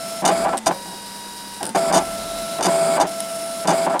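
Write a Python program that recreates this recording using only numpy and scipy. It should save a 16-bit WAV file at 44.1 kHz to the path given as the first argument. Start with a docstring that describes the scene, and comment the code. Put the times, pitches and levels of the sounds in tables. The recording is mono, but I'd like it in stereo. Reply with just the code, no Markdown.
"""A desktop cutting machine works close by, indoors. It opens with stepper motors whining over a hiss
of gears and belts and a ringing rail; at the turns their steps shake the housing and loose parts rattle.
The blade holder ticks as it lifts, the resting motors hum, and at 0.67 s the holder clunks down.
A faster, softer run ends in a flurry of ticks and a second rest. From 1.75 s heavy and light runs
trade places, with two more clunks and two more ticks."""
import sys
import numpy as np
from scipy import signal
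from scipy.fft import rfft, irfft, next_fast_len
from scipy.io import wavfile
from scipy.ndimage import uniform_filter1d

SR = 44100
rng = np.random.default_rng(int(sys.argv[2]) if len(sys.argv) > 2 else 0)


def unload_audio(sound):
    """Save the sound as a 16-bit wav file, at the path given as the first command line argument."""
    columns = np.transpose(np.atleast_2d(sound))
    # keep every value between -1 and 1, then stretch to whole-number steps
    steps = np.round(np.clip(columns, -1, 1) * 32767)
    wavfile.write(sys.argv[1], SR, steps.astype(np.int16))


N = 176400
T = np.arange(N) / SR

CRUISE_HZ, FAST_HZ, SLOWED_HZ = 668, 955.4, 893  # step rates
# steady motor runs: start_s, end_s, step_hz, whine_db, low_overtones_db, whistle_db, hiss_db, rumble_db
LIGHT_RUNS = [(-.05, .212, CRUISE_HZ, -33, -39.5, -37, -35, -39),
              (1.995, 2.587, CRUISE_HZ, -30.5, -37, -45, -34, -35),
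              (3.065, 3.64, CRUISE_HZ, -29.5, -40, -38.5, -35, -38.5)]
HEAVY_RUNS = [(.308, .448, CRUISE_HZ, -22, -35.5, -52, -32, -28.5),
              (.478, .535, CRUISE_HZ, -23.5, -31.5, -55, -40, -31),
              (1.765, 1.9, CRUISE_HZ, -20, -34.5, -21, -30.5, -29.5),
              (1.93, 1.98, CRUISE_HZ, -18, -51, -50, -34, -22),
              (2.68, 2.968, CRUISE_HZ, -18.5, -34.5, -39, -30, -28),
              (3.724, 3.858, CRUISE_HZ, -21, -38.5, -38, -31, -29.5),
              (3.895, 3.945, CRUISE_HZ, -22.5, -36, -55, -39.5, -27)]
FAST_RUNS = [(.71, 1.61, FAST_HZ, -39.5, -57, -40, -38.5, -51.5),
             (1.625, 1.705, SLOWED_HZ, -37.5, -59, -53, -40, -33.5)]
# overtones of the whine: step_multiple, relative_db
LIGHT_OVERTONES = [(2, -0.5), (6, -12), (8, -7), (10, -14)]
HEAVY_OVERTONES = [(2, -1.5), (8, -23)]
FAST_OVERTONES = [(2, 2), (3, 3), (4, -7), (8, -31)]
# EQ of the gear and belt hiss: frequency_hz, relative_db
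LIGHT_HISS = [(940, -62), (1600, -15), (2070, -2), (2700, -4), (3210, -1.5), (5540, -1.5), (6270, -4),
              (9370, 0.5), (10600, 0), (11900, -11.5), (13200, -7.5), (15700, -18)]
HEAVY_HISS = [(940, -35), (1500, -6), (1850, -3.5), (2170, 4), (2750, -7.5), (3540, -1), (4240, -5.5),
              (5040, 2), (6000, -13), (6900, -4.5), (7350, 2), (11100, -5.5), (11800, -20), (13300, -12),
              (15700, -24)]
FAST_HISS = [(940, -11.5), (2750, -14.5), (3700, -10.5), (4850, -4), (6460, -14), (9280, -7),
             (11000, -11.5), (15700, -23)]
# EQ of the drive rumble: frequency_hz, relative_db
LIGHT_RUMBLE = [(50, -62), (100, -10.5), (205, 5.5), (300, -2), (450, -5.5), (640, 4), (800, -3.5),
                (1200, -9.5), (1520, -5.5), (2000, -21.5)]
HEAVY_RUMBLE = [(55, -38), (120, -16), (172, 2), (385, -1.5), (455, -3.5), (785, -2.5), (1480, -6.5),
                (2050, -18.5)]
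FAST_RUMBLE = [(40, -21), (195, 7), (650, 1.5), (1200, -8.5), (1550, -0.5), (2000, -29)]
# gear tones tucked under the whine: pitch_hz, relative_db
LIGHT_GEARS = [(194, -19.5), (301, -20.5)]
HEAVY_GEARS = [(167, -21.5), (388, -17.5), (586, -15.5), (780, -15), (974, -22.5)]
FAST_GEARS = [(199, -7.5), (1513, -13.5), (1674, -18), (4974, -11)]
# a motor brakes or restarts: start_s, end_s, from_step_hz, to_step_hz, level_db, bass_boost_db
JUDDERS = [(0.217, 0.242, 672, 382.7, -23.5, 15), (0.238, 0.297, 167.9, 418.8, -16, 8.5),
           (0.282, 0.33, 419.3, 684, -20, 20), (0.445, 0.471, 667, 327.4, -17, 7),
           (.478, .497, 335.3, 674, -21.5, 4), (0.524, 0.553, 658, 261.2, -19.5, 9.5),
           (0.66, 0.717, 179.6, 556.6, -18.5, 12.5), (0.852, 0.943, 173.2, 202.4, -37.5, 14),
           (1.603, 1.633, 915, 289, -28, 18), (1.744, 1.769, 207.8, 701.4, -16, 14),
           (1.897, 1.926, 657, 338, -20, 11), (1.926, 1.987, 171.6, 422.8, -17, 9.5),
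           (1.988, 2.027, 410, 646, -28.5, 19), (2.584, 2.629, 680, 248, -24, 18),
           (2.641, 2.691, 170.4, 608.8, -16.5, 15.5), (2.963, 2.997, 660.6, 331.7, -19, 8.5),
           (2.993, 3.025, 256.8, 422.5, -14, 5.5), (3.027, 3.056, 420, 636, -23, 28),
           (3.643, 3.673, 644.4, 305.5, -24, 19.5), (3.675, 3.712, 168.1, 423.8, -14, 11.5),
           (3.713, 3.743, 415, 668, -21, 20), (3.86, 3.881, 649, 333.4, -16.5, 10),
           (3.891, 3.911, 320.6, 656, -24.5, 10), (3.939, 3.966, 659, 256.6, -18, 8.5)]
# modes of the plastic housing: pitch_hz, gain_db, t60_s
HOUSING_MODES = [(178.7, -18.5, 0.14), (243, -18, 0.074), (283.4, -8, 0.028), (342, -12, 0.05),
                 (371, -17.5, 0.094), (541.7, -15.5, 0.52), (585, -17, 0.33), (651.8, -1.5, 0.072),
                 (776, 5.5, 0.025), (903, -6, 0.062), (981, -7.5, 0.13), (1120, -12.5, 0.068),
                 (1167, -13.5, 0.072), (1377, -10.5, 0.034), (1480, -4.5, 0.014)]
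# bursts of loose-part chatter: start_s, end_s, level_db
RATTLES = [(0.2517, 0.269, -21.5), (0.275, 0.292, -24), (0.66, 0.664, -25.5), (0.6661, 0.674, -21),
           (1.749, 1.757, -28), (1.926, 1.931, -23), (1.94, 1.964, -26.5), (1.966, 1.985, -26.5),
           (2.609, 2.602, -23.5), (2.626, 2.638, -23), (2.6445, 2.666, -23.5), (3, 3.022, -26),
           (3.6741, 3.679, -25.5), (3.687, 3.713, -26.5)]
# EQ of the chatter: frequency_hz, relative_db
RATTLE_EQ = [(500, -7), (1250, 10.5), (1900, 1.5), (4000, 6.5), (7000, 7), (9400, 4), (10600, -4.5),
             (12200, -8.5), (15700, -28)]
# metal modes of the carriage: pitch_hz, gain_db
CARRIAGE_MODES = [(4812, -22.5), (6705, -9.5), (8815, -8), (11350, -19.5)]
# the blade holder lands: start_s, strike_db
CLUNKS = [(.6665, -11.5), (1.7485, -24), (2.6095, -16.5)]
# the blade holder ticks: start_s, ring_db, ring_hz, click_db
TICKS = [(.572, -19, 8400, -5), (.578, -0.5, 8350, -3.5), (.587, -11, 8300, -8), (1.63, -5.5, 9350, -0.5),
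         (1.642, -18, 9450, -7), (1.654, -5, 9300, -5), (1.666, -4.5, 9250, -8), (1.674, -9, 9200, -24),
         (1.692, -9, 9200, -10.5), (3.204, -1.5, 10150, -2), (3.994, -2.5, 9000, 1.5)]
# EQ of a tick's click: frequency_hz, relative_db
CLICK_EQ = [(300, -15), (2800, 3), (6500, -3.5), (16000, -4)]
# the rail rings under the carriage: start_s, end_s, pitch_hz, level_db
RAIL_RINGS = [(0, .21, 9150, -48), (.74, 1.73, 9430, -49), (2.173, 2.587, 3900, -41.5),
              (2.7, 2.968, 8620, -36), (3.28, 3.64, 9700, -40)]
# the frame thrums while the mat travels: start_s, end_s, level_db
THRUMS = [(0.326, 0.568, -50), (1.864, 2.43, -46.5)]
# EQ of the thrum: frequency_hz, relative_db
THRUM_EQ = [(15, -30), (40, 2), (140, -18), (800, -52)]
# the motors rest: start_s, end_s
RESTS = [(.56, .66), (1.7, 1.75)]
# hum under holding current: pitch_hz, level_db
HUM_TONES = [(220.7, -39), (893, -45.5), (2008, -53), (3569, -57)]
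# EQ of the soft noise bed: frequency_hz, relative_db
BED_EQ = [(25, -9), (110, -11), (220, -0.5), (1200, -7), (2500, -11), (6200, -12), (9300, -12),
          (16000, -34)]


def motor(runs, overtones, hiss_eq, rumble_eq, gears):
    """A stepper whines at its step rate over gear tones, tooth hiss and drive rumble."""
    speed_wobble, flutter_db, whistle_above_hz = .0018, 1.0, 3000
    clock = T + speed_wobble * np.cumsum(drift(per_s=25)) / SR
    flutter = [from_db(flutter_db * drift(per_s=25)) for _ in range(len(overtones) + 1)]
    tones, hiss_gain, rumble_gain = 0, 0, 0
    for start, end, step_hz, whine_db, low_db, whistle_db, hiss_db, rumble_db in runs:
        running = gate(start, end)
        phase = 2 * np.pi * step_hz * clock
        gear_tones = sum(from_db(db) * np.sin(2 * np.pi * hz * clock) for hz, db in gears)
        whine = from_db(whine_db) * (flutter[0] * np.sin(phase) + gear_tones)
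        for (multiple, db), waver in zip(overtones, flutter[1:]):
            band_db = whistle_db if multiple * step_hz > whistle_above_hz else low_db
            whine += from_db(db + band_db) * waver * np.sin(round(multiple) * phase)
        tones += np.sqrt(2) * running * whine
        hiss_gain += running * from_db(hiss_db)
        rumble_gain += running * from_db(rumble_db)
    teeth = grains(per_s=16000, spread_db=2.5) * from_db(.86 * drift(per_s=33))  # flickering hiss
    teeth = rms_one(teeth + .35 * echoes(teeth, t60_s=.03))  # rings in the mechanism
    hiss = colour(teeth * hiss_gain, hiss_eq)
    rumble = colour(rng.standard_normal(N) * rumble_gain, rumble_eq + [(15800, -60)])
    return tones + hiss + rumble


def judders():
    """Uneven steps on a speed ramp shake the housing; each shudder swells, holds and dies."""
    jitter_steps, step_spread_db = .07, 5
    out, t = np.zeros(N + SR), T[:SR // 4]
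    for start, end, from_hz, to_hz, db, bass_db in JUDDERS:
        length = end - start
        jitter, uneven = rng.standard_normal((2, len(t)))
        position = np.cumsum(np.interp(t, [0, length], [from_hz, to_hz])) / SR
        position += jitter_steps * np.interp(position, np.arange(len(t)), jitter)
        kicks = np.diff(np.floor(position), prepend=-1) * from_db(step_spread_db * uneven)
        shake = housing(kicks, bass_db)
        shake /= np.sqrt(uniform_filter1d(shake ** 2, size=800) + 1e-15)  # ride the level flat
        envelope = gate(0, length, attack_s=.0074)[:len(t)]
        at = int(start * SR)
        out[at:at + len(t)] += shake * from_db(db) * envelope
    return signal.sosfilt(signal.butter(2, (125, 3200), "band", fs=SR, output="sos"), out[:N])


def housing(force, bass_db=0, bass_below_hz=440):
    """The plastic shell rings in its modes; a bass boost lifts the low ones for weight."""
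    out = 0
    for k, (hz, db, t60_s) in enumerate(HOUSING_MODES):
        decay, angle = from_db(-60 / (t60_s * SR)), 2 * np.pi * hz / SR
        gain = from_db(db + bass_db * (hz < bass_below_hz)) * (-1) ** k
        feedback = [2, -4 * decay * np.cos(angle), 2 * decay * decay]
        out += gain * signal.lfilter([1, 0, -1], feedback, force + 1e-18)
    return out


def rattles():
    """Loose parts knock hard, then chatter in a cavity; the carriage's metal rings along."""
    first_knock_db = 16
    level = sum(from_db(db) * gate(start, end, attack_s=.0006, release_s=.007)
                for start, end, db in RATTLES)
    starts, _, burst_db = np.transpose(RATTLES)
    contacts = level * grains(per_s=1000, spread_db=3.2) + strikes(starts, burst_db + first_knock_db)
    metal = sum(from_db(db) * resonance(contacts, hz, width_hz=60) for hz, db in CARRIAGE_MODES)
    cavity = echoes(contacts, t60_s=.033)
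    return colour(.65 * contacts + cavity, RATTLE_EQ) + metal


def blade_holder():
    """The holder lands with a dull clunk of the housing and lifts with short, ringing ticks."""
    starts, _, _, click_db = np.transpose(TICKS)
    clicks = colour(strikes(starts, click_db), CLICK_EQ)
    rings = sum(resonance(strikes([start], db), hz, width_hz=450) for start, db, hz, _ in TICKS)
    ticks = signal.sosfilt(signal.butter(4, 11800, fs=SR, output="sos"), clicks + rings)
    clunks = housing(strikes(*np.transpose(CLUNKS)))
    return clunks + .4 * ticks + echoes(ticks, t60_s=.017)


def rail_ring():
    """Sliding friction makes the rail sing, at another pitch on each move."""
    return sum(from_db(db) * gate(start, end) * resonance(rng.standard_normal(N), hz, width_hz=240)
               for start, end, hz, db in RAIL_RINGS)


def frame_thrum():
    """The frame shudders low while the mat travels."""
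    level = sum(from_db(db) * gate(start, end) for start, end, db in THRUMS)
    return colour(level * rng.standard_normal(N), THRUM_EQ)


def holding_hum():
    """Holding current makes the resting motors hum faintly."""
    resting = sum(gate(start, end) for start, end in RESTS)
    hum = sum(from_db(db) * np.sin(2 * np.pi * (hz * T + rng.random())) for hz, db in HUM_TONES)
    return np.sqrt(2) * resting * hum


def noise_bed(level_db=-41.5):
    """A soft, steady wash under everything."""
    return from_db(level_db) * colour(rng.standard_normal(N), BED_EQ)


def from_db(db):
    """Decibels to gain."""
    return 10 ** (np.asarray(db) / 20)


def rms_one(x):
    """Scale to rms 1."""
    return x / np.sqrt(np.mean(x ** 2) + 1e-20)


def drift(per_s):
    """A smooth random wander with a spread of 1."""
    hop, settle = 40, 2000
    pole = np.exp(-2 * np.pi * hop * per_s / SR)
    noise = rng.standard_normal(N // hop + settle + 2)
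    slow = signal.lfilter([1], [1, -2 * pole, pole * pole], noise)[settle:]
    return np.interp(np.arange(N) / hop, np.arange(len(slow)), rms_one(slow))


def gate(start, end, attack_s=.0054, release_s=.012):
    """An envelope that rises, holds and dies away."""
    return np.clip((T - start) / attack_s, 0, 1) * np.exp(-np.clip((T - end) / release_s, 0, 30))


def colour(x, eq):
    """Apply an EQ curve with unit power gain."""
    size = next_fast_len(N + SR // 4, True) // 2 * 2
    hz, db = np.transpose(eq)
    log_hz = np.log(np.maximum(np.arange(size // 2 + 1) * SR / size, 1))
    gain = rms_one(from_db(np.interp(log_hz, np.log(hz), db)))
    cepstrum = irfft(np.log(gain))
    cepstrum[1:size // 2] *= 2  # minimum phase: nothing rings ahead of a hit
    cepstrum[size // 2 + 1:] = 0
    return irfft(rfft(x, size) * np.exp(rfft(cepstrum)))[:N]


def grains(per_s, spread_db):
    """Random contacts of uneven size."""
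    sizes = from_db(spread_db * np.minimum(rng.exponential(1, N), 4)) * rng.choice([-1, 1], N)
    return rms_one(sizes * (rng.random(N) < per_s / SR))


def strikes(times, db):
    """One click at each time."""
    out = np.zeros(N)
    np.add.at(out, np.clip((np.asarray(times) * SR).astype(int), 0, N - 1), from_db(db))
    return out


def resonance(x, hz, width_hz):
    """One metallic ring, with unit power gain."""
    decay = np.exp(-np.pi * width_hz / SR)
    feedback = [1, -2 * decay * np.cos(2 * np.pi * hz / SR), decay * decay]
    return np.sqrt((1 - decay * decay) / 2) * signal.lfilter([1, 0, -1], feedback, x + 1e-18)


def echoes(x, t60_s):
    """A dense tail of reflections, with unit power gain."""
    t = T[:SR // 2]
    tail = rng.standard_normal(len(t)) * from_db(-60 * t / t60_s)
    return signal.fftconvolve(x, tail / np.linalg.norm(tail))[:N]


def scene():
    """Dry motors up front and a small, dark room on the knocks, the same in both channels."""
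    motors = (motor(LIGHT_RUNS, LIGHT_OVERTONES, LIGHT_HISS, LIGHT_RUMBLE, LIGHT_GEARS)
              + motor(HEAVY_RUNS, HEAVY_OVERTONES, HEAVY_HISS, HEAVY_RUMBLE, HEAVY_GEARS)
              + motor(FAST_RUNS, FAST_OVERTONES, FAST_HISS, FAST_RUMBLE, FAST_GEARS))
    knocks = judders() + rattles() + blade_holder()
    room = signal.sosfilt(signal.butter(1, 1800, fs=SR, output="sos"), echoes(knocks, t60_s=.24))
    background = frame_thrum() + holding_hum() + noise_bed()
    return np.tile(motors + knocks + from_db(-8) * room + rail_ring() + background, (2, 1))


def record(dry):
    """Soft saturation rounds the peaks, then a steep low-pass trims the top."""
    ceiling, cutoff_hz = 1.2, 15800
    rounded = ceiling * np.tanh(dry / ceiling)
    return signal.sosfilt(signal.ellip(12, .1, 80, cutoff_hz, fs=SR, output="sos"), rounded)


dry = scene()
out = record(dry)
unload_audio(out)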